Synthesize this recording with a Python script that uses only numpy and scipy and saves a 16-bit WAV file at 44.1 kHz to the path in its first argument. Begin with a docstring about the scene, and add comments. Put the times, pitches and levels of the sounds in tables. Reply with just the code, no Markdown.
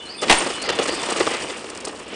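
"""Mountain bike landing on a woodland trail

Close by, a bike lands from a jump, front wheel then rear, and rolls past over dry leaves and dirt.
Bursts of contacts excite ringing metal and a hollow box on the frame; filtered grains make the tyres crunch.
Narrow noise squeaks at the brake disc. A bird repeats its phrase of gliding tones in the trees, over a soft
noise bed, while the bike fades away. The microphone overloads on the landing and has no top octave."""
import sys
import numpy as np
from scipy import signal
from scipy.fft import rfft, irfft
from scipy.io import wavfile

SR = 44100
rng = np.random.default_rng(int(sys.argv[2]) if len(sys.argv) > 2 else 0)


def persist_wave(psi):
    """Save psi, clipped to +-1, as 16-bit WAV."""
    counts = np.round(np.clip(psi, -1, 1) * 32767).astype(np.int16)
    wavfile.write(sys.argv[1], SR, np.atleast_2d(counts).T)


N = 94815
TIME_S = np.arange(N) / SR

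# rear wheel landing, blows and their after-rattle: start_s, length_s, level_db
LANDING_BLOWS = [(0.2971, 0.005, -3), (0.3098, 0.0065, -7), (0.324, 0.0079, -9.5), (0.337, 0.0016, -23.5),
                 (0.365, 0.014, -26.5)]
LAND_RELEASE_S = 0.0044
LAND_RING_DB, LAND_BODY_DB, LAND_SPRAY_DB = 18, -10, -11.5
# one-sided lurch of the overloaded microphone
LURCH_START_S, LURCH_LENGTH_S, LURCH_DB = 0.298, 0.039, -18

# knocks over bumps: start_s, length_s, box_level_db, clack_level_db
BUMP_KNOCKS = [(0.22, 0.0089, -23, -28), (.229, 0.018, -24.5, -23.5), (0.282, 0.015, -30, -23.5),
               (0.412, 0.017, -26.5, -30.5), (0.462, 0.015, -23.5, -29.5), (0.5, 0.013, -24.5, -28),
               (0.639, 0.03, -35.5, -30.5), (0.689, 0.0058, -31, -17.5), (.699, 0.0072, -18.5, -19),
               (0.723, 0.013, -32, -28), (0.7881, .007, -15.5, -19), (0.798, 0.0048, -17, -27),
               (0.812, 0.021, -26.5, -27), (0.856, 0.0068, -23.5, -24.5), (0.882, 0.0067, -21.5, -26),
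               (0.89, 0.0057, -22.5, -22.5), (0.923, 0.018, -27, -36), (0.976, 0.0044, -25.5, -37),
               (1.033, .008, -31, -25), (1.087, 0.019, -25.5, -28), (1.119, 0.0066, -19.5, -27.5),
               (1.161, 0.0069, -24, -27.5), (1.174, 0.013, -25, -27), (1.2028, 0.0088, -12.5, -19),
               (1.2132, 0.0034, -19.5, -27), (1.2675, 0.0032, -19, -20), (1.2743, 0.0035, -13.5, -26),
               (1.309, 0.012, -26, -29), (1.337, 0.015, -24, -26), (1.4972, 0.011, -28.5, -28.5),
               (1.642, 0.0055, -30, -33), (1.701, 0.0034, -48, -38.5), (1.756, 0.0019, -51, -33.5),
               (1.846, 0.0036, -30.5, -33), (1.87, 0.0085, -26, -30.5), (1.892, .008, -33, -34.5),
               (2.13, 0.017, -34.5, -45)]
KNOCK_RATE_HZ, KNOCK_RING_DB = 900, -13.5
BOX_RELEASE_S, CLACK_RELEASE_S = 0.00324, 0.0018
BOX_LOW_HZ, CLACK_LOW_HZ = 173, 270
# hollow box resonances: pitch_hz, width_hz, level_db
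BOX_MODES = [(238, 200, -24.5), (327, 72, -2), (455, 133, 2.5), (529, 78, -1.5), (787, 350, -8.5),
             (1211, 97, -8)]
# ringing metal of frame and wheels: pitch_hz, t60_s, level_db
FRAME_MODES = [(320.4, 0.11, 0.5), (476, 0.087, 2), (871, 0.27, -6.5), (964, 0.32, -8.5),
               (1061.5, 0.25, -3.5), (1836, 0.45, -0.5), (2060, 0.053, 2), (2050, 0.22, -8),
               (2630, 0.18, -21), (2750, 0.2, -7), (3050, 0.18, -4.5), (3360, .12, -7), (3770, .18, -24),
               (4430, .14, -12)]
# outline of hard contacts on the frame: frequency_hz, level_db
CLACK_COLOUR = [(150, -22.5), (400, -0.5), (750, 4.5), (1200, -2.5), (1550, -6.5), (2000, -1.5), (2800, -2),
                (3700, -5), (4400, -5.5), (6000, -12), (8500, -15), (10000, -22)]

# rolling tyres over time: time_s, rumble_db, crunch_db, crackle_db
TYRE_LEVELS = [(0, -45.5, -44.5, -51), (.2, -43, -41.5, -52), (0.271, -28.5, -32, -40),
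               (0.343, -30.5, -22.5, -26.5), (0.421, -29.5, -25.5, -34.5), (.52, -39, -31, -35),
               (.6, -36.5, -34, -42), (0.699, -31, -32, -57), (.86, -32.5, -31, -36),
               (.97, -31.5, -30, -36.5), (1.099, -33.5, -28.5, -35.5), (1.22, -30, -29.5, -33.5),
               (1.35, -35.5, -29.5, -35.5), (1.46, -31.5, -36, -39.5), (1.54, -40, -33.5, -44),
               (1.58, -39, -38.5, -40.5), (1.8, -39, -39.5, -50.5), (1.96, -38, -43, -46.5),
               (2.06, -38.5, -40, -49), (2.15, -37.5, -35.5, -46.5)]
# outline of tyre rumble and the low body of the landing: frequency_hz, level_db
RUMBLE_COLOUR = [(25, -24), (60, -12), (130, -11.5), (220, -0.5), (330, -0.5), (480, 1.5), (700, -6.5),
                 (1100, -11), (1800, -30), (5000, -59.5)]
# outline of crunching grit: frequency_hz, level_db
CRUNCH_COLOUR = [(300, -18.5), (700, -0.5), (1150, 1.5), (1550, -1.5), (2000, -2), (2900, 0.5),
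                 (3800, -7.5), (4800, -11.5), (6500, -7), (10000, -31)]
# outline of dry leaves and twigs: frequency_hz, level_db
LEAF_COLOUR = [(1000, -9.5), (3000, -15), (4700, 3), (6200, -1.5), (7600, 2), (8600, 3.5), (9300, 0.5),
               (10000, -4)]
GRAIN_FLICKER_DB = 1

# leaves and twigs snapping: start_s, length_s, level_db
LEAF_SNAPS = [(0.215, 0.0081, -28), (0.225, .01, -30), (0.617, 0.011, -27), (0.751, 0.011, -33),
              (0.827, 0.015, -27), (1.124, 0.0026, -24.5), (1.253, 0.0035, -31), (1.593, 0.0019, -41),
              (1.7, 0.0041, -32), (1.75, 0.0019, -32.5), (1.774, 0.0024, -30), (1.803, 0.0077, -35),
              (1.85, 0.0096, -26.5), (1.881, 0.0045, -31), (1.996, 0.0052, -38)]
SNAP_RELEASE_S = 0.002

# sideways tyre scuffs in the turn: middle_s, half_length_s, level_db
TURN_SCUFFS = [(1.345, 0.059, -32), (1.427, 0.043, -38.5), (1.55, 0.021, -46), (2.124, 0.055, -42.5)]
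# scuff resonances: pitch_hz, width_hz, level_db
SCUFF_MODES = [(1980, 320, -2), (2520, 250, -0.5), (3050, 420, -2)]

# brake disc squeaks: start_s, length_s, level_db
BRAKE_SQUEAKS = [(.03, .05, -55), (0.157, 0.056, -43), (.372, 0.028, -22.5), (0.4, 0.064, -38)]
SQUEAK_HZ, SQUEAK_FILTER_WIDTH_HZ = 8760, 260

# bird phrase starts: start_s, level_db
BIRD_PHRASES = [(0, -36), (0.536, -32.5), (.805, -34)]
# notes within a phrase: start_s, length_s, start_hz, end_hz, level_db
BIRD_NOTES = [(0, 0.014, 3560, 3400, 0), (0, 0.046, 2897, 2980, 1.5), (0.051, 0.048, 4220, 4200, -2),
              (0.09, 0.027, 4345, 4970, 4.5), (.1, 0.057, 4400, 4700, -6), (0.117, 0.051, 4970, 5000, -4),
              (0.145, 0.022, 2480, 2590, -1), (0.179, 0.033, 3620, 3430, 3.5)]
WARBLE_SHARE = 0.026  # spread of the pitch wander, as a share of the pitch

TREES_T60_S, TREES_BUILDUP_S = 0.45, 0.0088
BIRD_ECHO_DB, BIKE_ECHO_DB = -1.5, -19.5
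# outline of the woodland background: frequency_hz, level_db
WOODS_COLOUR = [(25, -35), (60, 2.5), (150, -7.5), (310, 11), (700, -4), (1400, -8), (2800, -10),
                (4000, -27.5), (6500, -39), (10000, -17)]
WOODS_DB = -47

# microphone levels are on a scale where full scale is 1
OVERLOAD_LEVEL, CEILING = 0.69, 0.75
MIC_TOP_HZ, FINAL_TOP_HZ = 9850, 15400


def landing():
    """The rear wheel slams down: chain and frame clatter, the first blow rings the metal, leaves spray."""
    contacts = grains(rate=4500, spread_db=2)
    force = sum(undb(db) * burst(contacts, gate(start, length, LAND_RELEASE_S))
                for start, length, db in LANDING_BLOWS)
    clatter = colour(force, CLACK_COLOUR)
    body = undb(LAND_BODY_DB) * colour(force, RUMBLE_COLOUR)
    spray = undb(LAND_SPRAY_DB) * colour(force, LEAF_COLOUR)
    # only the first blow sets this ring going
    first_blow = signal.unit_impulse(N, int(LANDING_BLOWS[0][0] * SR))
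    metal = undb(LAND_RING_DB) * frame(first_blow)
    return clatter + metal + body + spray


def overload_lurch():
    """The overloaded microphone's level lurches to one side and recovers."""
    offset = half_sine(LURCH_START_S, LURCH_LENGTH_S) ** 0.55
    return undb(LURCH_DB) * highpass(offset, 7, order=1)


def knocks():
    """Each bump is a brief rattle of contacts that booms in the box and clacks on the frame."""
    contacts = grains(rate=KNOCK_RATE_HZ, spread_db=2) + 1.31 * rng.standard_normal(N)
    boom = ring(contacts, BOX_MODES)
    hard = colour(contacts, CLACK_COLOUR)
    box, clack = np.zeros(N), np.zeros(N)
    for start, length, box_db, clack_db in BUMP_KNOCKS:
        box += undb(box_db) * burst(boom, gate(start, length, BOX_RELEASE_S))
        # the clack is hardest at first
        attack = 0.3 * gate(start, 0, release=0.0012)
        clack += undb(clack_db) * burst(hard, gate(start, length, CLACK_RELEASE_S) + attack)
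    metal = undb(KNOCK_RING_DB) * frame(clack)
    return highpass(box, BOX_LOW_HZ) + highpass(clack, CLACK_LOW_HZ) + metal


def frame(x):
    """Metal of frame and wheels rings as damped modes, each with its own decay time."""
    # a mode's width follows from its 60 dB decay time
    return ring(x, [(hz, np.log(1000) / (np.pi * t60), db) for hz, t60, db in FRAME_MODES])


def tyres():
    """Knobs drum on the dirt, grit crunches and dry leaves crackle, in uneven patches."""
    time_s, *curves = np.array(TYRE_LEVELS).T
    patches_db = 1.05 * walk(60)
    rumble_gain, crunch_gain, crackle_gain = (
        undb(np.interp(TIME_S, time_s, curve) + patches_db) for curve in curves)
    drumming = colour(grains(rate=1800, spread_db=1.5), RUMBLE_COLOUR)
    grit = debris(rate=4500, spread_db=2.5, low_hz=610, high_hz=5210)
    crunch = unit(colour(grit, CRUNCH_COLOUR))
    crackle_flicker = undb(3.6 * walk(160))
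    leaves = debris(rate=6000, spread_db=6, low_hz=2960, high_hz=9700, count=6)
    crackle = crackle_flicker * unit(colour(leaves, LEAF_COLOUR))
    return rumble_gain * drumming + crunch_gain * crunch + crackle_gain * crackle


def debris(rate, spread_db, low_hz, high_hz, count=9):
    """Grains crack in neighbouring pitch bands, each band flickering on its own; rms 1."""
    centres = np.linspace(low_hz, high_hz, count)
    width = centres[1] - centres[0]
    bands = (undb(GRAIN_FLICKER_DB * walk(110)) * ring(grains(rate / count, spread_db), [(hz, width, 0)])
             for hz in centres)
    return unit(sum(bands))


def snaps():
    """Single leaves and twigs break under the tread as short bursts of grains."""
    cracks = grains(rate=1500, spread_db=-1.5)
    breaks = sum(undb(db) * burst(cracks, gate(start, length, SNAP_RELEASE_S))
                 for start, length, db in LEAF_SNAPS)
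    return colour(breaks, LEAF_COLOUR)


def scuffs():
    """Grit rasps under the tread as the bike leans into the turn."""
    swell = sum(undb(db) * np.exp(-((TIME_S - middle) / half) ** 2) for middle, half, db in TURN_SCUFFS)
    rasp = ring(grains(rate=1300, spread_db=0), SCUFF_MODES)
    return swell * unit(highpass(rasp, 1500))


def brake():
    """The disc grazes its pad and sings one high, rough note that swells and fades."""
    mode = [(SQUEAK_HZ, SQUEAK_FILTER_WIDTH_HZ, 0)]
    note = ring(ring(rng.standard_normal(N), mode), mode)  # two passes narrow the note
    return sum(undb(db) * burst(note, np.sqrt(half_sine(start, length)))
               for start, length, db in BRAKE_SQUEAKS)


def bird():
    """Gliding whistles with a random warble form a phrase, repeated and blurred by the trees."""
    song = np.zeros(N)
    for phrase_start, phrase_db in BIRD_PHRASES:
        for start, length, from_hz, to_hz, db in BIRD_NOTES:
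            onset = phrase_start + start
            glide_hz = from_hz + (to_hz - from_hz) * progress(onset, length)
            pitch_hz = glide_hz * (1 + WARBLE_SHARE * walk(900))
            whistle = np.sin(2 * np.pi * np.cumsum(pitch_hz) / SR)
            song += undb(phrase_db + db) * np.sqrt(half_sine(onset, length)) * whistle
    return song + undb(BIRD_ECHO_DB) * outdoors(song)


def outdoors(x):
    """Scattered echo from the trunks: a noise tail that builds up quickly and decays."""
    decay = undb(-60 * TIME_S / TREES_T60_S)
    buildup = 1 - np.exp(-TIME_S / TREES_BUILDUP_S)
    return through(x, rng.standard_normal(N) * decay * buildup)


def woods():
    """Soft background of coloured noise whose level slowly wanders."""
    level_db = WOODS_DB + 0.59 * walk(6.6)
    return undb(level_db) * colour(rng.standard_normal(N), WOODS_COLOUR)


def undb(db):
    """Decibels to an amplitude factor."""
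    return 10 ** (np.asarray(db) / 20)


def unit(x):
    """Scale to rms 1."""
    return x / np.sqrt(np.mean(x ** 2) + 1e-20)


def grains(rate, spread_db):
    """Clicks at random moments, of random size and sign, averaging rate per second; rms 1."""
    size = undb(spread_db * np.clip(rng.standard_normal(N), -2, 2))
    hits = rng.random(N) < rate / SR
    return unit(hits * size * np.sign(rng.standard_normal(N)))


def walk(rate):
    """Random wander, spread near 1, in straight lines between rate fresh values per second."""
    knots = rng.standard_normal(N // 10)
    return np.interp(TIME_S * rate, np.arange(len(knots)), knots)


def progress(start, length):
    """Ramp from 0 to 1 over an event, held outside it."""
    return np.clip((TIME_S - start) / length, 0, 1)


def half_sine(start, length):
    """Half a sine arch over an event, zero outside it."""
    return np.abs(np.sin(np.pi * progress(start, length)))


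def gate(start, length, release):
    """Sudden start, hold, exponential release."""
    since = TIME_S - start
    return (since >= 0) * np.exp(-np.maximum(since - length, 0) / release)


def burst(x, envelope):
    """A stretch of x under the envelope, at rms 1 where the envelope is 1."""
    return unit(x * envelope) * np.sqrt(np.mean(envelope ** 2))


def through(x, response):
    """Filter by an impulse response scaled to unit energy."""
    return signal.fftconvolve(x, response / np.sqrt(np.sum(response ** 2)))[:N]


def ring(x, modes):
    """Excite damped sines given as pitch_hz, width_hz, level_db; a wider mode dies sooner."""
    t = np.arange(SR // 2) / SR
    response = np.zeros(len(t))
    for k, (hz, width, db) in enumerate(modes):
        gain = (-1) ** k * undb(db) * np.sqrt(width)  # neighbouring modes alternate in sign
        response += gain * np.exp(-np.pi * width * t) * np.sin(2 * np.pi * hz * t)
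    return through(x, response)


def colour(x, points):
    """Minimum-phase filter with the outline given as frequency_hz, level_db."""
    hz, db = np.array(points).T
    grid = np.fft.rfftfreq(4096, 1 / SR) + 1  # 1 Hz offset avoids log of zero
    outline_db = np.interp(np.log(grid), np.log(hz), db)
    cepstrum = irfft(np.log(undb(outline_db)))
    # folding the cepstrum forward in time makes the filter causal
    cepstrum[1:len(grid) - 1] *= 2
    cepstrum[len(grid):] = 0
    return through(x, irfft(np.exp(rfft(cepstrum))))


def highpass(x, hz, order=3):
    """Remove what lies below hz."""
    return signal.sosfilt(signal.butter(order, hz, "high", fs=SR, output="sos"), x)


def lowpass(x, hz):
    """Steeply remove what lies above hz."""
    return signal.sosfilt(signal.ellip(10, 0.2, 80, hz, fs=SR, output="sos"), x)


def scene():
    """Bike close by with its echo from the trees, the bird and the woods, in one channel."""
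    bike = tyres() + knocks() + landing() + overload_lurch() + snaps() + scuffs() + brake()
    background = woods()
    echo = undb(BIKE_ECHO_DB) * outdoors(bike)
    return (bike + echo + bird() + background)[None]


def record(dry):
    """The microphone squashes loud peaks, has no top octave, and clips what still overshoots."""
    squashed = dry / (1 + (dry / OVERLOAD_LEVEL) ** 4) ** (1 / 4)
    clipped = np.clip(lowpass(squashed, MIC_TOP_HZ), -CEILING, CEILING)
    return lowpass(clipped, FINAL_TOP_HZ)


dry = scene()
out = record(dry)
persist_wave(out)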